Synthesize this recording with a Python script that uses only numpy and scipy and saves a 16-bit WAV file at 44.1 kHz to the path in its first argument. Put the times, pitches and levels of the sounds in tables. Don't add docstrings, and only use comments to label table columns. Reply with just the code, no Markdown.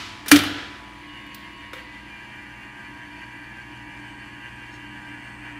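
import sys
import numpy as np
from scipy import signal
from scipy.fft import rfft, irfft
from scipy.io import wavfile
from scipy.ndimage import uniform_filter1d

SR = 44100
rng = np.random.default_rng(int(sys.argv[2]) if len(sys.argv) > 2 else 0)


def unload_wav(signal):
    wavfile.write(
        sys.argv[1],
        SR,
        np.round(np.clip(np.atleast_2d(signal).T, -1, 1) * 32767).astype(np.int16),
    )


def elevation(decibels):
    levels = np.asarray(decibels, float)
    return 10 ** (levels / 20)


N = 246546

# (frequency [Hz], rms level [dB])
FAN_TONES = [(59.2, -56.5), (118.4, -55), (204.6, -55.5), (296.1, -53), (333.8, -58), (360.7, -63.5),
             (398.4, -72)]
# (frequency [Hz], density [dB per Hz])
AIR = [(15, -39), (25, -2), (113, -3.5), (135, -2.5), (162, -7), (205, -5), (243, -3.5), (295, -5),
       (354, -12), (436, -20.5), (515, -12.5), (584, -18), (700, -9.5), (910, -53.5), (1540, -120)]
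# (multiple of the shaft [-], multiple of the 120 Hz magnet pull [-])
ORDERS = [(14, 0), (16, 0), (17, -1), (17, 0), (18, 0), (17, 1), (20, 0), (17, 2), (28, -1), (27, 0),
          (28, 0), (29, 0), (28, 1), (28, 2), (35, -1), (35, 0), (35, 1), (38, 0), (40, 0), (42, 0),
          (42, 1), (46, 0), (49, -1), (48, 0), (49, 0), (49, 1), (56, -1), (56, 0), (63, 0), (77, 1)]
# (gears just in [dB], gears seated [dB])
ORDER_LEVELS = [(-92, -64), (-59, -59.5), (-64.5, -60), (-52, -53), (-62, -66.5), (-52.5, -59.5),
                (-65, -72), (-63, -62), (-84, -66.5), (-66, -65.5), (-62, -55.5), (-61, -59),
                (-61.5, -55.5), (-64, -63.5), (-61, -59.5), (-55.5, -57), (-58.5, -63.5), (-64, -68),
                (-61, -62.5), (-64, -56.5), (-64.5, -64), (-73, -77.5), (-63, -66), (-67, -73), (-66, -61),
                (-58, -63.5), (-78, -66), (-67, -68.5), (-70, -80.5), (-70.5, -74.5)]
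# (frequency [Hz], density [dB per Hz])
IDLE = [(450, -12), (660, -8), (700, 3), (740, -8), (900, -13), (1500, -12.5)]
# (frequency [Hz], density [dB per Hz])
RATTLE = [(240, -40), (400, -16), (738, -6), (952, -3), (1040, -4.5), (1290, -5.5), (1640, -3), (2020, 3.5),
          (2100, -14), (2310, 7.5), (2510, -7), (2860, -0.5), (3800, -51.5), (4940, -75.5), (8360, -120)]
# (frequency [Hz], density [dB per Hz])
HISS = [(1940, -14.5), (3300, 0), (3790, -11.5), (4150, -10), (4580, -8.5), (5350, -14), (7090, -13.5),
        (10900, -18), (13000, -24.5), (14600, -26), (15800, -27)]
# (frequency [Hz], width [Hz], level [dB])
COVER = [(3970, 57, -11.5), (4450, 63, -1.5), (5050, 48, -7.5), (6020, 140, -4.5), (6430, 42.3, -12),
         (7020, 180, -1.5), (7240, 58, -10), (8000, 52, -15), (8900, 170, -10), (9860, 250, -21)]
# (frequency [Hz], t60 [s], level [dB])
HALL = [(100, 3.4, 5), (252.2, 1.1, 10), (600, 0.83, 1), (1331, 1.03, 7.5), (2000, 1.66, 0.5),
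        (3003, 0.97, 8.5), (4600, 0.96, -3), (7200, 0.29, -2.5), (11000, 0.42, -1), (15000, 0.23, -2.5)]
# (multiple of its centre [-], level [dB])
HALL_BAND = [(1 / 2.4, -14), (1, 0), (1.7, -8), (3.56, -36)]
# (frequency [Hz], density [dB per Hz])
WALLS = [(210, -17.5), (350, -3.5), (404, -13), (452, -5), (882, -7), (925, -22.5), (1420, -4.5),
         (2190, -11.5), (3410, -9.5), (3880, -11), (4200, -10.5), (4620, -13), (15800, -16)]
# (time [s], peak level [dB], brightness [dB per octave], crack decay [s], tail share [-])
BLOWS = [
    (0.2603, -28.5, 0.5, 0.028, .03),
    (0.2824, -18.5, 7.5, 0.014, .03),
    (0.311, -22, 3, 0.011, .03),
    (.3150, 6, 3, 0.0044, 0.14),
    (0.3604, -7.5, 3, 0.0085, .03),
    (.3900, -11, 1, 0.0032, .03),
    (0.4358, -18, -1, 0.008, .03),
    (1.7323, -23.5, -2, 0.0064, 0.055),
]
# (frequency [Hz], density [dB per Hz])
CRACK = [(240, -15.5), (400, -3), (544, -19.5), (917, -11.5), (1640, -2.5), (2380, -10), (2690, -12),
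         (5800, -19.5), (7650, -25.5), (9480, -24), (10400, -29), (13300, -29.5), (15800, -33.5)]
# (frequency [Hz], width [Hz], level [dB])
LATCH = [(1893, 100, -3), (3660, 150, 4), (4960, 99, -0.5), (6060, 110, -6.5), (7580, 220, -23.5),
         (9150, 130, 1), (10640, 80, -13.5), (11230, 81, -4.5), (11400, 190, -9), (14800, 97, -8)]
# (frequency [Hz], width [Hz], level [dB])
METAL = [(1580, 120, -7.5), (2374, 20, -3), (3185, 110, -3), (4570, 97, -5), (5150, 240, -11.5),
         (5800, 91, -8), (6740, 160, -24), (8600, 160, -18), (9600, 100, -6.5), (11200, 230, -8.5),
         (12000, 44, -15), (13200, 81, -25), (12540, 110, -27), (13330, 110, -17)]
# (frequency [Hz], width [Hz], level [dB])
KNOCK = [(520, 160, -22), (2030, 150, 8), (2240, 86, 5), (3010, 110, -3), (3550, 95, 0), (5270, 150, -4),
         (9500, 170, -30), (10800, 98, -15), (11500, 88, -15), (12900, 110, -30)]
# (frequency [Hz], level [dB], t60 [s])
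HOUSING = [(78, -36, .7), (97, -27, .8), (148, -32.5, 0.68), (196.5, -27, 0.496), (408, -28, 0.33),
           (518, -34.5, 0.34), (710, -23, 0.28)]
# (frequency [Hz], density [dB per Hz])
GRIT = [(3000, -6), (3400, 0), (4500, -1.5), (5600, -15)]
# (time [s], peak level [dB])
TICKS = [
    (1.2653, -51),
    (1.3458, -33),
]
# (frequency [Hz], width [Hz], level [dB])
TICK_RING = [(5030, 92, -0.5), (7030, 96, -9), (7820, 190, -9), (9900, 94, -13), (10800, 170, -6),
             (13700, 120, -4), (14240, 89, -6), (14700, 120, 3)]
# (frequency [Hz], density [dB per Hz])
TICK_COLOUR = [(2500, -19), (4600, -3), (6000, -13), (9000, -12), (12000, -13), (14000, -16), (15300, -8.5)]
# (frequency [Hz], density [dB per Hz])
BEARING = [(7700, -23), (8150, -4), (8600, -17)]
# (frequency [Hz], width [Hz], level [dB])
SCRAPE = [(4300, 600, 3), (5340, 260, -4), (6440, 140, -5), (7500, 1000, -10)]

SNAP_S, REBOUND_S, SECOND_REBOUND_S, KNOCK_S = [BLOWS[i][0] for i in (3, 4, 5, 7)]
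SEAT_S = 0.38
FREE_HZ, BITE_S, DROP_HZ, DROP_S, CREEP_HZ, CREEP_S = 58.1, .92, .39, .066, 1.19, .55
WHEEL_HZ, WHEEL_TURN_S, WHEEL_EASY_S, CLOSING_S, CLOSING_HZ_PER_S = .17, 1.45, 3.23, 4.7, .34
FREE_SLOT_DB, FREE_SHAFT_DB, FREE_TOOTH_DB, SLOTS = 4, -4, -12, 17
RATTLE_DB, CLOSING_DB_PER_S, HISS_DB = -49.5, 5.5, -59.5
BUZZ_DB, BUZZ_DB_PER_S, DRONE_DB, DRONE_DB_PER_S = -61.5, 2, -56.5, 1.28
HOUSING_HZ, SWING_DB, SWING_RISE_S, SWING_T60_S = 292, .5, .011, .33
DIP_DB, DIP_LAG_S, DIP_S = -8, .011, .0025
THROB_DB, THROB_HZ, THROB_T60_S = -21, 21, .75


def walk(rate):
    k = int(SR / rate)
    held = np.repeat(rng.standard_normal(N // k + 1), k)
    return 1.214 * uniform_filter1d(uniform_filter1d(held, k), k)[:N]


def shaped(x, points):
    hz, db = np.transpose(points)
    bins_hz = np.arange(len(x) // 2 + 1) * SR / len(x) + 1
    gain = elevation(np.interp(np.log(bins_hz), np.log(hz), db, left=-99, right=-99))
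    return irfft(rfft(x) * gain, len(x)) / np.sqrt(np.mean(gain ** 2))


def coloured(points, size):
    return shaped(rng.standard_normal(size), points)


def ring(x, hz, t60):
    pole = np.exp(2j * np.pi * hz / SR - np.log(1000) / (t60 * SR))
    return signal.lfilter([1], [1, -pole], x).imag


def parts(shake, table, damping):
    out = sum(elevation(db) * ring(shake, hz, 2.2 / (damping * width)) for hz, width, db in table)
    return out / np.max(np.abs(out))


def tones(hz, db, flutter_db, rate, rough):
    grain = 1 + rough * (walk(45) + 1j * walk(45))
    spin = np.exp(2j * np.pi * (np.cumsum(hz * np.ones(N)) / SR + rng.random()))
    return elevation(db + flutter_db * walk(rate)) * np.sqrt(2) * (grain * spin).real


def hum():
    t = np.arange(N) / SR
    buzz_db = BUZZ_DB + BUZZ_DB_PER_S * np.minimum(t, CLOSING_S)
    buzz = tones(119.9, buzz_db, 1.8, 2.0, rough=0.14)
    drone_db = DRONE_DB + DRONE_DB_PER_S * t + 1.5 * walk(8)
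    drone = ring(rng.standard_normal(N), 296, .17)
    fans = sum(tones(hz, db - 2.0, 1.67, 7, rough=0.2) for hz, db in FAN_TONES if not 100 < hz < 130)
    air = elevation(-52) * coloured(AIR, N)
    return buzz + elevation(drone_db) * drone / np.std(drone) + fans + air


def shaft_hz(t):
    since = np.maximum(t - BITE_S, 0)
    bitten = 1 - np.exp(-since / DROP_S)
    wheel = WHEEL_HZ * np.cos(2 * np.pi * (t - WHEEL_EASY_S) / WHEEL_TURN_S)
    creep = CREEP_HZ * (1 - np.exp(-since / CREEP_S))
    closing = CLOSING_HZ_PER_S * np.maximum(t - CLOSING_S, 0)
    return FREE_HZ + bitten * (wheel - DROP_HZ) - creep - closing


def whine(shaft, surge_db):
    t, out = np.arange(N) / SR, 0
    turning_points = [BITE_S, BITE_S + 2 * DROP_S, KNOCK_S, KNOCK_S + SEAT_S]
    for (turns, pulls), (in_db, seated_db) in zip(ORDERS, ORDER_LEVELS):
        hz = turns * shaft + pulls * 120
        free_db = FREE_TOOTH_DB if turns > 20 else FREE_SHAFT_DB
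        if turns == SLOTS:
            free_db = FREE_SLOT_DB
        db = np.interp(t, turning_points, [seated_db + free_db, in_db, in_db, seated_db])
        if turns > 20:
            out = out + tones(hz, db + 1.5 + surge_db, 1.9, 14, rough=.65)
        else:
            out = out + tones(hz, db - .6, 1.5, 5, rough=.2)
    return out


def idle():
    loose = np.clip((BITE_S + DROP_S - np.arange(N) / SR) / DROP_S, 0, 1)
    return elevation(-57) * loose * coloured(IDLE, N)


def combed(x):
    echoes = rng.standard_normal(1500) * np.exp(-np.arange(1500) / SR / .008)
    return .85 * x + .55 * signal.fftconvolve(x, echoes / np.linalg.norm(echoes))[:len(x)]


def rattle(surge_db):
    closing_db = CLOSING_DB_PER_S * np.maximum(np.arange(N) / SR - CLOSING_S, 0)
    gears = elevation(RATTLE_DB + closing_db + surge_db) * coloured(RATTLE, N)
    cover = parts(rng.standard_normal(N), COVER, 0.44)
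    hiss = combed(coloured(HISS, N)) + elevation(-8.5) * cover / np.std(cover)
    return gears + elevation(HISS_DB + 0.71 * surge_db) * hiss


def grit():
    t = np.arange(N) / SR
    worn_db = 20 * np.clip((t - KNOCK_S) / .98, 0, 2) ** 2
    bitten = np.clip((t - BITE_S) / DROP_S, 0, 1)
    return elevation(-62.5 - worn_db + 2 * walk(9.04)) * bitten * coloured(GRIT, N)


def bearing():
    db = np.interp(np.arange(N) / SR, [2.2, 5.3], [-86, -71])
    return elevation(db + 2.5 * walk(5.33)) * coloured(BEARING, N)


def motor():
    t = np.arange(N) / SR
    shaft = shaft_hz(t)
    surge_db = 1.3 * walk(16)
    surge_db = surge_db - uniform_filter1d(surge_db, size=SR // 4)
    tooth_beat = .1 * np.cos(2 * np.pi * np.cumsum(shaft) * 7 / SR)
    pull = 1 + .12 * np.cos(2 * np.pi * 120 * t) + tooth_beat
    return whine(shaft, surge_db) + idle() + pull * (rattle(surge_db) + grit()) + bearing()


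def hall(tilt_db, age_s):
    t, out = np.arange(SR * 2) / SR, 0
    for hz, t60, db in HALL:
        band = coloured([(hz * ratio, level) for ratio, level in HALL_BAND], len(t))
        fade_db = db + tilt_db * np.log2(hz / 2000) - 60 * (t + age_s) / t60
        out = out + np.sqrt(hz / 2000) * elevation(fade_db) * band
    return out


def earlier_snap():
    out = np.zeros(N)
    out[:SR * 2] = elevation(-33.5) * hall(1.5, 0.24)
    return out


def lever():
    near, sent, t = np.zeros(N), np.zeros(N), np.arange(16384) / SR
    metal = METAL, -7.5
    struck = [metal, (LATCH, -1.2)] + [metal] * 5 + [(KNOCK, -4.5)]
    for (s, db, tilt_db, crack_s, tail), (part, ring_db) in zip(BLOWS, struck):
        start = int(s * SR)
        colour = [(hz, level + tilt_db * np.log2(hz / 2000)) for hz, level in CRACK]
        crack = coloured(colour, len(t)) * (np.exp(-t / crack_s) + tail * np.exp(-t / .035))
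        shake = rng.standard_normal(len(t)) * np.exp(-t / .004)
        ringing = elevation(db + ring_db) * parts(shake, part, 0.67)
        near[start:start + len(t)] += elevation(db - 6) * crack + ringing
        sent[start] = elevation(db - 8.0) * np.sqrt(crack_s * SR / 2)
    return near, sent


def housing():
    t = np.arange(N) / SR

    def dipped(s):
        return (1 + np.tanh((t - s - DIP_LAG_S) / DIP_S)) / 2

    since = np.maximum(t - SNAP_S, 0)
    swing_db = SWING_DB - 60 * since / SWING_T60_S + DIP_DB * dipped(REBOUND_S)
    swing = (1 - np.exp(-(since / SWING_RISE_S) ** 2)) * elevation(swing_db)
    stopped = np.maximum(t - SECOND_REBOUND_S - DIP_LAG_S, 0)
    throb = np.sin(np.pi * THROB_HZ * stopped) * elevation(THROB_DB - 60 * stopped / THROB_T60_S)
    swell = swing * (1 - dipped(SECOND_REBOUND_S - DIP_S)) + throb
    boom = swell * np.sin(2 * np.pi * HOUSING_HZ * t)
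    push, knock = np.zeros(N), np.zeros(N)
    push[int(SNAP_S * SR):][:60] = np.hanning(60) / 30
    knock[int(KNOCK_S * SR):][:60] = elevation(-49.5) * np.hanning(60) / 12
    modes = sum(elevation(db) * ring(push, hz, t60) for hz, db, t60 in HOUSING)
    return boom + modes + ring(knock, 505, .45) + ring(knock, 530, .35)


def ticks():
    out, t = np.zeros(N), np.arange(4096) / SR
    for s, db in TICKS:
        start = int(s * SR)
        click = coloured(TICK_COLOUR, len(t)) * np.exp(-t / 0.0045)
        ringing = elevation(2) * parts(click, TICK_RING[-3:], .7)
        out[start:start + len(t)] = elevation(db - 4.5) * (click + ringing)
    return out


def brush():
    scrape = parts(rng.standard_normal(N), SCRAPE, 0.93)
    stroke = np.exp(-((np.arange(N) / SR - 4.745) / .03) ** 2)
    return elevation(-55.5) * scrape / np.std(scrape) * stroke


def scene():
    (blows, sent), boom, tick = lever(), housing(), ticks()
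    rise = np.clip(np.arange(SR * 2) / SR / 0.01, 0, 1)
    echo = hall(0, 0) * rise * elevation(1.6 * walk(30)[:SR * 2])
    blow_echo = shaped(signal.fftconvolve(sent, echo)[:N], WALLS)
    body_echo = signal.fftconvolve(tick + elevation(-27) * boom, echo)[:N]
    wet = elevation(-54.5) * (blow_echo + body_echo)
    dry = hum() + motor() + earlier_snap() + blows + boom + tick + wet + brush()
    low_cut = signal.butter(4, 38, "high", fs=SR, output="sos")
    return signal.sosfilt(low_cut, dry)[None]


def top_cut(x):
    return signal.sosfilt(signal.butter(12, 15720, fs=SR, output="sos"), x)


def record(dry):
    top = signal.sosfilt(signal.butter(6, 15500, fs=SR, output="sos"), dry)
    return top_cut(np.clip(top, -.98, .98))


dry = scene()
out = record(dry)
unload_wav(out)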